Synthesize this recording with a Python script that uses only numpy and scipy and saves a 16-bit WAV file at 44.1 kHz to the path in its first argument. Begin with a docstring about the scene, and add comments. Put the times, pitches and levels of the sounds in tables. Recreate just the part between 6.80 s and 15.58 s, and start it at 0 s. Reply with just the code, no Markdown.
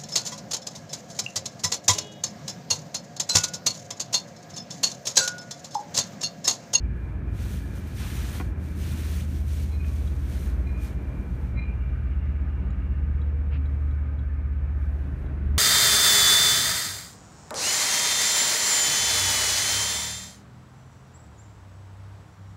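"""A low diesel boom throbs over a dull rumble: a station at night, from a slowly rolling car, windows shut.
One locomotive idles and is left behind while a second draws in and winds down; their crank orders
swell in the cabin, and the coaches' wheels ring as they follow. Close to the microphone, cloth rubs
in a run of strokes, one ending in a knock. A dragging brake squeaks three times and the trim
ticks faintly."""
import sys
import numpy as np
from scipy import signal
from scipy.fft import rfft, irfft, next_fast_len
from scipy.io import wavfile
from scipy.ndimage import uniform_filter1d

SR = 44100
rng = np.random.default_rng(int(sys.argv[2]) if len(sys.argv) > 2 else 0)


def to_wav(s):
    """Save 16-bit WAV."""
    ch = np.atleast_2d(s).T  # columns
    pcm = np.round(np.clip(ch, -1, 1) * 32767)  # PCM
    wavfile.write(sys.argv[1], SR, pcm.astype(np.int16))


N = 387198
TIME = np.arange(N) / SR

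# Faders of the noise bed. Each row: time in seconds, then body drone, rolling noise and air rush in dB.
BED_LEVELS = [(0, -41.5, -53.5, -56.5), (2.3, -40, -53.5, -56), (2.8, -42.5, -53.5, -62),
              (3.7, -40.5, -51.5, -54.5), (4.4, -40, -51, -56), (5.4, -45, -54.5, -55.5),
              (5.85, -42, -53.5, -56.5), (6.5, -46, -54, -57), (7.7, -48, -55.5, -58),
              (8.6, -40.5, -52, -55)]
# Tone colours of the bed's four layers. Each row: frequency in Hz, relative level in dB.
EXHAUST_SPECTRUM = [(20, -20), (36, -15.5), (47, -4), (65, -3), (84, -7.5), (95, -2.5), (130, -1.5),
                    (152, -12.5), (200, -29.5)]
BODY_SPECTRUM = [(110, -27.5), (155, -2.5), (180, 1.5), (215, -3), (245, -6.5), (272, -6), (320, -9),
                 (380, -11.5), (450, -23.5), (700, -41)]
ROLLING_SPECTRUM = [(280, -7.5), (420, -0.5), (490, 2), (600, -0.5), (800, -4.5), (1000, -6), (1500, -22)]
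AIR_SPECTRUM = [(700, -14), (1020, -5), (1250, 2), (1420, 3), (1600, 3), (1950, -1.5), (2500, -5),
                (3100, -14), (4000, -20), (4900, -25.5), (6200, -27), (9000, -31), (10500, -33),
                (15000, -34)]
# Reflections off windows and roof. Each row: delay in seconds, level in dB before the send gain.
REFLECTIONS = [(.0047, -12), (.0113, -11), (.0187, -12), (.031, -13)]
# Running gear resonances, shifting as the locomotive gives way to coaches.
# Each row: centre in Hz, width in Hz, level in dB, start and end in seconds.
GEAR_RINGS = [(1673, 135, -62, -.5, 2.2), (2370, 99, -64.5, -.5, 2.6), (1234, 90, -62.5, 4.6, 8.4),
              (1538, 130, -65.5, 4.5, 9), (1766, 90, -68.5, 5.5, 9.7), (2277, 190, -66.5, 1.5, 8.3),
              (2770, 200, -69, 4.5, 6.8)]

# Whines of brakes and running gear. Each row: start and length in seconds, pitch in Hz, level in dB.
WHINES = [(2.908, 0.067, 4070, -57), (2.95, 0.32, 1130, -61), (3.6, 0.45, 1103, -64),
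          (4.02, 0.6, 2370, -61), (4.8, 0.51, 2370, -62), (6.1, .95, 480, -57.5)]
# Brake squeaks. Each row: start and length in seconds, pitch in Hz, level in dB.
SQUEAKS = [(2.917, 0.28, 2476, -57.5), (3.843, 0.31, 2425, -54.5), (4.755, 0.26, 2405, -47)]
# A squeak's partials. Each row: multiple of the pitch, relative level in dB, share of the length.
SQUEAK_PARTIALS = [(0.88, -7, 0.43), (0.998, -1.5, 0.9), (1.663, -16, .55)]

# Trim ticks. Each row: start in seconds, strength in dB, brightness in dB per octave.
TICKS = [(3.2744, -50, -5.5), (5.905, -65, 13), (6.416, -57.5, 1), (6.8563, -58, 2), (7.1099, -62, 2),
         (7.3901, -58.5, -2), (8.4612, -61.5, 4)]
# Knocks on the trim panel. Each row: start in seconds, strength in dB.
KNOCKS = [(.657, -45), (.975, -43), (1.5995, -27.5), (1.6095, -29)]
# Modes of ticks and knocks. Each row: pitch in Hz, relative level in dB, seconds to die by 60 dB.
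TICK_MODES = [(3340, 0, 0.056), (3870, 0.5, 0.06), (4080, -4.5, .025), (7100, -10, .02)]
PANEL_MODES = [(180, -6.5, .2), (282, -9, 0.14), (361, -7.5, 0.19), (489, -18, 0.12), (745, -5.5, 0.079),
               (967, -9, 0.067), (1077, -8, 0.058), (1445, -9, 0.049), (2000, -5, 0.018),
               (2440, -11.5, .03), (3220, -13, .015)]

# Cloth strokes. Each row: start and hold in seconds, level in dB.
STROKES = [(.17, 0.16, -71.5), (0.612, 0.023, -48), (.68, 0.088, -49), (.8, .13, -58.5),
           (0.962, 0.035, -52), (1.066, 0.08, -54), (1.193, 0.19, -44.5), (1.37, 0.19, -45.5),
           (1.53, 0.043, -44.5), (1.83, 0.16, -58), (2.007, 0.4, -47), (2.3, 1.3, -58.5),
           (2.496, 0.091, -53.5), (2.702, 0.13, -50), (2.86, .08, -56), (3.065, 0.21, -54.5),
           (3.302, 0.18, -57), (3.506, 0.18, -52), (3.76, 0.17, -64), (4.038, 0.022, -50.5),
           (4.195, 0.5, -66.5), (4.747, .5, -77.5), (6.883, 0.26, -76.5), (7.998, 0.45, -73)]
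# Short scuffs. Each row: time of the peak and half-length in seconds, level in dB.
SCUFFS = [(3.048, 0.0073, -48), (6.747, 0.043, -48.5)]
# Tone colours of the cloth's three layers. Each row: frequency in Hz, relative level in dB.
HISS_SPECTRUM = [(400, 4), (900, -7), (1500, 6), (2400, 5.5), (3000, 4.5), (4300, 3), (4900, -0.5),
                 (6100, 3), (7600, -1.5), (9200, 1), (10000, -2), (10450, -5.5), (11400, -1.5), (15000, -4)]
SCRAPE_SPECTRUM = [(300, -6.5), (700, -3), (1300, -3), (2000, -6), (3500, -9.5)]
SCUFF_SPECTRUM = [(1000, 2), (1900, 5), (2700, 7.5), (3500, -7.5), (4600, -13), (6000, -37)]
# Crossovers between the flickering bands of the hiss, in Hz.
FOLD_EDGES_HZ = [1800, 2800, 3800, 5200, 6800, 9000]

# The idling engine's note. Each row: multiple of crank speed, level in dB at its nearest.
IDLE_ORDERS = [(7, -30.5), (9, -36.5), (12, -50), (20, -61)]
# Its nearness. Each row: time in seconds, gain in dB.
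IDLE_NEARNESS = [(0, 0), (1.7, -10), (4.6, -28), (8.78, -24)]
# The arriving engine's boom, swelling and cancelling as engine and car move.
# Each row: time in seconds, then the 6th, 7th and 9th crank orders in dB.
BOOM_LEVELS = [(0.0, -85, -65, -38), (1.4, -51, -34, -37), (2.1, -42, -42, -29.5), (2.59, -50, -35, -27.5),
               (3.19, -55, -31, -27.5), (3.59, -46, -29.5, -31), (3.79, -45, -27.5, -28.5),
               (3.99, -58, -29, -31), (4.19, -39, -38.5, -35.5), (4.99, -41, -27.5, -31.5),
               (5.59, -55, -31.5, -26), (5.99, -45, -29.5, -31.5), (6.19, -43.5, -29.5, -25.5),
               (6.98, -39.5, -48.5, -24.5), (7.58, -46, -32, -27.0), (8.18, -53.5, -31.5, -26.5),
               (8.38, -33, -52, -35), (8.78, -37.5, -51, -21)]
# Its weaker orders. Each row: multiple of crank speed, top level in dB, time of that top in seconds.
OVERTONES = [(8, -38, 4.3), (11, -43, 0.77), (14, -44.5, 5.4), (15, -49.5, 7.6), (16, -49.5, 5.5),
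             (17, -51, 6.6), (22, -47, 4.9), (33, -50, 7.1)]


def from_db(db):
    return 10 ** (np.asarray(db) / 20)


def unit_rms(x):
    return x / np.sqrt(np.mean(x ** 2) + 1e-20)


def automation(rows):
    """Breakpoints (seconds first) drawn out into one curve for each further column."""
    times, *columns = np.transpose(rows)
    return [np.interp(TIME, times, column) for column in columns]


def drift(rate_hz):
    """A smooth random wobble with a spread of 1."""
    hop, run_in = 40, 2000
    pole = np.exp(-2 * np.pi * hop * rate_hz / SR)
    white = rng.standard_normal(N // hop + run_in + 2)
    slow = signal.lfilter([1], [1, -2 * pole, pole * pole], white)[run_in:]
    return np.interp(np.arange(N) / hop, np.arange(len(slow)), unit_rms(slow))


def coloured(x, spectrum):
    """EQ to a spectrum, rolling off 12 dB per octave beyond its ends; rms 1."""
    size = next_fast_len(N)
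    hz = np.maximum(np.arange(size // 2 + 1) * SR / size, 1)
    points_hz, db = np.transpose(spectrum)
    skirts = np.minimum(1, np.minimum(hz / points_hz[0], points_hz[-1] / hz)) ** 2
    curve = from_db(np.interp(np.log(hz), np.log(points_hz), db))
    return unit_rms(irfft(rfft(x, size) * skirts * curve, size)[:N])


def noise(spectrum):
    """Steady coloured noise; rms 1."""
    return coloured(rng.standard_normal(N), spectrum)


def swell(start, length, skew=1):
    """A rounded rise and fall; a skew below 1 brings the peak forward."""
    return np.sin(np.pi * np.clip((TIME - start) / length, 0, 1) ** skew)


def in_cabin(x, send_db=-5.5):
    """Short reflections turn the sound boxy without changing its level."""
    echoes = sum(from_db(db + send_db) * np.interp(TIME - delay, TIME, x, left=0)
                 for delay, db in REFLECTIONS)
    return np.std(x) * unit_rms(x + echoes)


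def rumble(turns, exhaust_db=-37):
    """Exhaust turbulence puffs twice a crank turn; wheels and air add a muffled rush."""
    body_db, rolling_db, air_db = automation(BED_LEVELS)
    puff = np.cos(4 * np.pi * turns)
    exhaust = from_db(exhaust_db + 0.3 * puff) * noise(EXHAUST_SPECTRUM)
    body = from_db(body_db + 0.92 * puff) * noise(BODY_SPECTRUM)
    rolling = from_db(rolling_db + 1.3 * drift(8.2)) * noise(ROLLING_SPECTRUM)
    air = from_db(air_db + 0.5 * drift(33)) * noise(AIR_SPECTRUM)
    return exhaust + body + in_cabin(rolling + air)


def running_gear(fade_s=0.55):
    """Rough rails keep wheels and bogies ringing, each resonance swelling on its own."""
    out = np.zeros(N)
    for hz, width_hz, db, start, end in GEAR_RINGS:
        band = signal.butter(2, [hz - width_hz / 2, hz + width_hz / 2], "band", fs=SR, output="sos")
        passing = np.clip(np.minimum(TIME - start, end - TIME) / fade_s, 0, 1)
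        level = passing * from_db(db + 2.3 * drift(11))
        out += level * unit_rms(signal.sosfilt(band, rng.standard_normal(N)))
    return out


def friction_tone(hz, jitter):
    """A sine whose pitch trembles by the fraction `jitter`; rms 1."""
    trembling_hz = hz * (1 + jitter * drift(90))
    return np.sqrt(2) * np.sin(2 * np.pi * np.cumsum(trembling_hz) / SR)


def brake():
    """A dragging brake squeaks once a wheel turn, each time a little lower; faint whines come and go."""
    out = np.zeros(N)
    rough_db = 4.5 * drift(70)
    for start, length, hz, db in SQUEAKS:
        for multiple, partial_db, share in SQUEAK_PARTIALS:
            level = from_db(db + partial_db + rough_db) * swell(start, length * share, skew=0.63)
            out += level * friction_tone(hz * multiple, jitter=0.0056)
    for start, length, hz, db in WHINES:
        level = from_db(db + 2.2 * drift(24)) * swell(start, length)
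        out += level * friction_tone(hz, jitter=0.006)
    return out


def strike(hits, modes):
    """Each hit rings every mode of the trim, a little harder or softer by chance."""
    out, t = np.zeros(N), TIME[:SR // 3]
    for start, db in hits:
        at = round(start * SR)
        for k, (hz, mode_db, t60) in enumerate(modes):
            gain = from_db(db + mode_db + rng.normal(0, 1.5)) * (-1) ** k  # alternating polarity
            ring = np.exp(-np.log(1000) * t / t60) * np.sin(2 * np.pi * hz * t)
            out[at:at + len(t)] += gain * ring[:N - at]
    return out


def trim_ticks():
    """The trim ticks; a sharper tick favours the higher modes."""
    out = np.zeros(N)
    lowest_hz = TICK_MODES[0][0]
    for start, db, tilt in TICKS:
        modes = [(hz, mode_db + tilt * np.log2(hz / lowest_hz), t60) for hz, mode_db, t60 in TICK_MODES]
        out += strike([(start, db)], modes)
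    return out


def stroke_envelope(rise_db_per_s=195, fall_db_per_s=154.5, rounding_s=0.037):
    """Each stroke rises, holds and falls with rounded corners; the strongest one sounds. In dB."""
    strokes_db = []
    for start, hold, db in STROKES:
        attack_db = rise_db_per_s * np.maximum(start - TIME, 0)
        release_db = fall_db_per_s * np.maximum(TIME - start - hold, 0)
        strokes_db.append(db - attack_db - release_db)
    return uniform_filter1d(np.max(strokes_db, axis=0), int(rounding_s * SR))


def folds(hiss, flicker_db=1.3, rate_hz=16):
    """Moving folds shift the cloth's colour: each band flickers on its own."""
    lows = [signal.sosfiltfilt(signal.butter(2, hz, fs=SR, output="sos"), hiss) for hz in FOLD_EDGES_HZ]
    bands = [upper - lower for lower, upper in zip([0] + lows, lows + [hiss])]
    return sum(band * from_db(flicker_db * drift(rate_hz)) for band in bands)


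def cloth(firm_stroke_db=-44, firm_scrape_db=-47):
    """Fibres catch and slip by the thousand: a grainy hiss, with a duller scrape when pressed hard."""
    stroke_db = stroke_envelope()
    slips = rng.standard_normal(N) * from_db(drift(250))
    scrape_db = firm_scrape_db + 2.9 * (stroke_db - firm_stroke_db)  # only firm strokes bite
    scrape = from_db(scrape_db + 2.4 * drift(60)) * noise(SCRAPE_SPECTRUM)
    hiss = from_db(stroke_db) * folds(coloured(slips, HISS_SPECTRUM))
    scuff_level = sum(from_db(db) * swell(peak - half, 2 * half) for peak, half, db in SCUFFS)
    return hiss + scrape + scuff_level * noise(SCUFF_SPECTRUM)


def crank_order(turns, order, db, waver_db):
    """One harmonic of the exhaust note; uneven firing makes its level waver."""
    return np.sqrt(2) * from_db(db + waver_db * drift(10)) * np.sin(2 * np.pi * order * turns)


def idling_engine(crank_hz=8.155):
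    """The standing locomotive holds its speed and is left behind."""
    near_db, = automation(IDLE_NEARNESS)
    turns = crank_hz * TIME + rng.random()
    return sum(crank_order(turns, order, db + near_db, waver_db=2.5) for order, db in IDLE_ORDERS)


def winding_down(rest_hz=8.0, extra_hz=1.245, time_constant_s=2.8):
    """Running count of crank turns as the arriving engine settles toward its resting speed."""
    return np.cumsum(rest_hz + extra_hz * np.exp(-TIME / time_constant_s)) / SR


def arriving_engine(turns, fade_db_per_s=3.5, wander_turns=0.004):
    """Three low orders boom, the 7th and 9th beating twice a turn; uneven firing blurs the overtones."""
    sixth_db, seventh_db, ninth_db = automation(BOOM_LEVELS)
    boom = crank_order(turns, order=6, db=sixth_db, waver_db=4.5)
    boom += crank_order(turns, order=7, db=seventh_db, waver_db=0.1)
    boom += crank_order(turns, order=9, db=ninth_db, waver_db=-0.2)
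    for order, top_db, top_s in OVERTONES:
        uneven_turns = turns + rng.random() + wander_turns * drift(6.6)
        level_db = top_db - fade_db_per_s * abs(TIME - top_s)
        boom += crank_order(uneven_turns, order, level_db, waver_db=3.5)
    return boom


def scene():
    """The trains outside and the small sounds inside the car, mixed in mono."""
    turns = winding_down()
    trains = arriving_engine(turns) + idling_engine() + rumble(turns) + running_gear() + brake()
    inside = cloth() + strike(KNOCKS, PANEL_MODES) + trim_ticks()
    return (trains + inside)[None]


def record(dry, fade_in_s=0.006, cutoff_hz=15250):
    """A quick fade-in and a steep cut of the top end."""
    fade_in = np.sin(np.pi / 2 * np.minimum(TIME / fade_in_s, 1)) ** 2
    high_cut = signal.ellip(12, 0.1, 90, cutoff_hz, fs=SR, output="sos")
    return signal.sosfilt(high_cut, dry * fade_in)


dry = scene()
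out = record(dry)
to_wav(out)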